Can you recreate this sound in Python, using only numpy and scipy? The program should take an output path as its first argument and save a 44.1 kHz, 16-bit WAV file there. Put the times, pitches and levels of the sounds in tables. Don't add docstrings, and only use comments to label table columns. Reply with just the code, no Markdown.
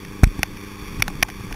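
import sys
import numpy as np
from scipy import signal
from scipy.io import wavfile
from scipy.ndimage import uniform_filter1d, map_coordinates

SR = 44100
rng = np.random.default_rng(int(sys.argv[2]) if len(sys.argv) > 2 else 0)


def pcm_store(signal):
    levels = np.round(np.clip(np.atleast_2d(signal), -1, 1) * 32767)
    wavfile.write(sys.argv[1], SR, levels.astype(np.int16).T)


def voltage_ratio(level):
    return 10 ** (np.asarray(level, float) / 20)


N = 68355


def level(x, db):
    return x * voltage_ratio(db) / np.sqrt(np.mean(x ** 2))


def band(x, hz, width_hz):
    return signal.lfilter(*signal.iirpeak(hz, hz / width_hz, fs=SR), x)


def ring(x, hz, t60):
    pole = np.exp(2j * np.pi * hz / SR - np.log(1000) / (t60 * SR))
    return signal.lfilter([1], [1, -pole], x).imag


def walk(rate):
    k = int(SR / rate)
    held = np.repeat(rng.standard_normal(N // k + 1), k)
    return 1.12 * uniform_filter1d(uniform_filter1d(held, k), k)[:N]


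def hump(start_s, length_s):
    phase = np.clip((np.arange(N) / SR - start_s) / length_s, 0, 1)
    return np.sin(np.pi * phase) ** 2


def cut(x, hz, kind):
    return signal.sosfilt(signal.butter(4, hz, kind, fs=SR, output="sos"), x)


def engine(t):
    # t/s, firing rate/Hz
    firing_rate = [(0, 99.5), (.28, 98.95), (.5, 99.55), (.75, 99.95), (1.0, 100.15), (1.22, 100.7),
                   (1.33, 98.8), (1.45, 97.3), (1.55, 97)]
    # level/dB, delay/s, puff length/s
    cylinders = [(0.5, 0, .0028), (-4, .0001, 0.0043), (-0.5, -.0002, 0.0027), (2, .0001, 0.0024)]
    first_firing_s, jitter_s, scatter_db = .0022, .00012, 1.2
    suction_db, suction_lead_s = -8, 0.00186
    pipe_hz, pipe_width_hz, pipe_db = 461, 100, -0.5

    firings = np.cumsum(np.interp(t, *np.array(firing_rate).T)) / SR
    count = np.arange(int(firings[-1]))
    time_chance, level_chance = rng.standard_normal((N // 200, 2))[count].T
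    at = np.interp(count, firings, t) + first_firing_s + jitter_s * time_chance
    puffs = 0
    for k, (db, late, length) in enumerate(cylinders):
        mine = count % len(cylinders) == k
        places = np.clip((at[mine] + late) * SR, 0, N - 1).astype(int)
        clicks = np.bincount(places, voltage_ratio(db + scatter_db * level_chance[mine]), N)
        puffs = puffs + np.convolve(clicks, np.hanning(int(length * SR)), "same")
    puffs = puffs - voltage_ratio(suction_db) * np.roll(puffs, -int(suction_lead_s * SR))
    pipe = voltage_ratio(pipe_db) * band(puffs, pipe_hz, pipe_width_hz)
    muffled = cut(puffs - puffs.mean() + pipe, 525, "low")
    return level(muffled, -38.5)


def drops():
    # f/Hz, level/dB, t60/s
    shell_modes = [(830, -15, .022), (1100, -9, .012), (1570, -7, .014), (1890, -6, .010), (2200, -4, .007),
                   (2480, 3, .007), (2800, -5, .006), (3500, -5, .006)]
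    # t/s, level/dB, length/s, tilt/(dB per octave)
    impacts = [(0.049, -26.5, 0.0042, 9), (0.57, -29.5, 0.0049, 8.5), (0.2355, -5.5, 0.00093, -13),
               (0.2404, -5, 0.0014, 0), (0.274, -31, 0.0034, 0), (.391, -25, .003, -20),
               (0.4311, 2, 0.0025, -3.5), (0.817, -52, .003, -4), (0.996, -23, 0.013, -10.5),
               (1.0223, 5, .0036, 18), (1.08, -9, 0.00104, -4), (1.0814, -25, 0.0036, -9),
               (1.1, -29, 0.0057, -28), (1.2265, 5.5, 0.0055, -5.5), (1.246, -31, 0.0061, -32),
               (1.285, -25, 0.0089, -15), (1.3008, -21, 0.0014, -8), (1.408, -29.5, 0.0023, -27),
               (1.507, -28.5, 0.017, -18.5), (1.525, -21, 0.0051, -2.5), (1.542, -28, 0.004, -10)]
    snap_db, snap_width_hz = 25.5, 2060
    limit = 0.83
    size = 4096

    out = np.zeros(N)
    t = np.arange(size) / SR
    for at, db, length, tilt in impacts:
        rattle = rng.standard_normal(size) * (t < length) * (1 - .5 * t / length)
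        colour = 2 * rng.standard_normal(len(shell_modes))
        crack = 0
        for (hz, gain, t60), c in zip(shell_modes, colour):
            crack = crack + voltage_ratio(gain + tilt * np.log2(hz / 2000) + c) * ring(rattle, hz, t60)
        snap_hz = 2450 * 2 ** (tilt / 10)
        snap = band(band(rattle, snap_hz, snap_width_hz), snap_hz, snap_width_hz)
        crack = crack + voltage_ratio(snap_db) * snap
        crack = voltage_ratio(db) * crack / np.abs(crack).max()
        crack = limit * np.tanh(crack / limit)
        i = int(at * SR)
        out[i:i + size] += crack[:N - i]
    return cut(out, 640, "high")


def jolts():
    # t/s, push, length/s
    pushes = [
        (.2678, 0.32, .0056),
        (0.391, 0.23, 0.004),
        (.433, 0.056, .006),
        (0.823, 0.073, 0.0032),
        (0.995, 0.14, 0.0052),
        (1.022, 0.053, 0.0051),
        (1.228, 0.17, 0.00305),
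    ]
    # t/s, push, length/s, lasting push on the spring
    blow = [
        (.2255, -.1, .016, -.12),
        (.2332, -2.0, .0028, 0),
        (.2346, .62, .0095, .78),
    ]
    # t/s, level/dB, f/Hz, t60/s
    knocks = [
        (0.048, -31, 161, .06),
        (0.078, -27.5, 173, 0.056),
        (1.0, -23, 104, 0.17),
        (1.08, -25.5, 181, 0.14),
        (1.149, -25, 143, 0.068),
        (1.402, -24.5, 110, 0.084),
        (1.441, -28.5, 179, 0.15),
        (1.466, -32, 111, 0.096),
    ]
    spring_hz, spring_width_hz = 38, 20

    push = sum(size * hump(at, length) for at, size, length in pushes)
    dents = 0
    for at, size, length, stay in blow:
        push = push + stay * np.cumsum(hump(at, length / 2)) / (length / 4 * SR)
        dents = dents + size * hump(at, length)
    w, q = 2 * np.pi * spring_hz, spring_hz / spring_width_hz
    swing = signal.lfilter(*signal.bilinear([1, 0, 0], [1, w / q, w * w], SR), push)
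    out = swing + dents
    for at, db, hz, t60 in knocks:
        knock = ring(hump(at, .5 / hz), hz, t60)
        out = out + voltage_ratio(db) * knock / np.abs(knock).max()
    return out


def spray():
    # f/Hz, width/Hz, level/dB
    air_modes = [(867, 123, -3), (1108, 195, 1.5), (1630, 180, -5.5), (1870, 650, -7), (2350, 337, 0),
                 (3436, 310, -3)]
    swell = walk(6.2)
    grains = voltage_ratio(2.73 * rng.exponential(size=N))
    out = 0
    for hz, width_hz, db in air_modes:
        broad_hz = 1.43 * width_hz
        hiss = grains * rng.standard_normal(N)
        out = out + voltage_ratio(db) * band(band(hiss, hz, broad_hz), hz, broad_hz)
    return level(cut(out, 700, "high") * voltage_ratio(-0.76 * swell), -41.5)


def wind(t):
    # f/Hz, level/dB
    spectrum = [(25, 11), (60, 0.5), (120, -2.5), (200, -3.5), (400, -11), (650, -30)]
    # t/s, level/dB
    gusts = [(0, -38.5), (.3, -38), (.6, -37.5), (.9, -37.5), (1.1, -32.5), (1.3, -33.5), (1.45, -36.5),
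             (1.55, -27)]
    lurch = walk(4.6)
    hzs, dbs = np.array(spectrum).T
    out = 0
    for hz in 20 * 2 ** np.arange(0, 5.1, .5):
        db = np.interp(np.log(hz), np.log(hzs), dbs) + 3 * lurch + 2.5 * walk(hz / 8)
        noise = rng.standard_normal(N)
        out = out + voltage_ratio(db) * band(band(noise, hz, hz / 2.17), hz, hz / 2.17)
    return level(out, 0) * voltage_ratio(np.interp(t, *np.array(gusts).T))


def scene():
    duck_db, duck_s = -6.5, 0.06
    t = np.arange(N) / SR
    hits = drops()
    fade = np.exp(-1 / (duck_s * SR))
    duck = np.minimum(signal.lfilter([30 * (1 - fade)], [1, -fade], np.abs(hits)), 1)
    steady = engine(t) + spray() + wind(t)
    return (steady * voltage_ratio(duck_db * duck) + hits + jolts())[None]


def top_cut(x):
    return signal.sosfilt(signal.butter(12, 16460, fs=SR, output="sos"), x)


def record(dry):
    soft = signal.sosfiltfilt(signal.butter(6, 4300, fs=SR, output="sos"), dry)
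    sample_places = np.arange(0, N + 8, SR / 8000)
    steps = np.clip(map_coordinates(soft[0], [sample_places], mode="nearest"), -1.05, 1.05)
    held = signal.resample_poly(np.repeat(steps, 6), 147, 160)[:N]
    top = signal.sosfiltfilt(signal.ellip(6, .1, 22, 15550, fs=SR, output="sos"), held)
    return top_cut(top[None])


dry = scene()
out = record(dry)
pcm_store(out)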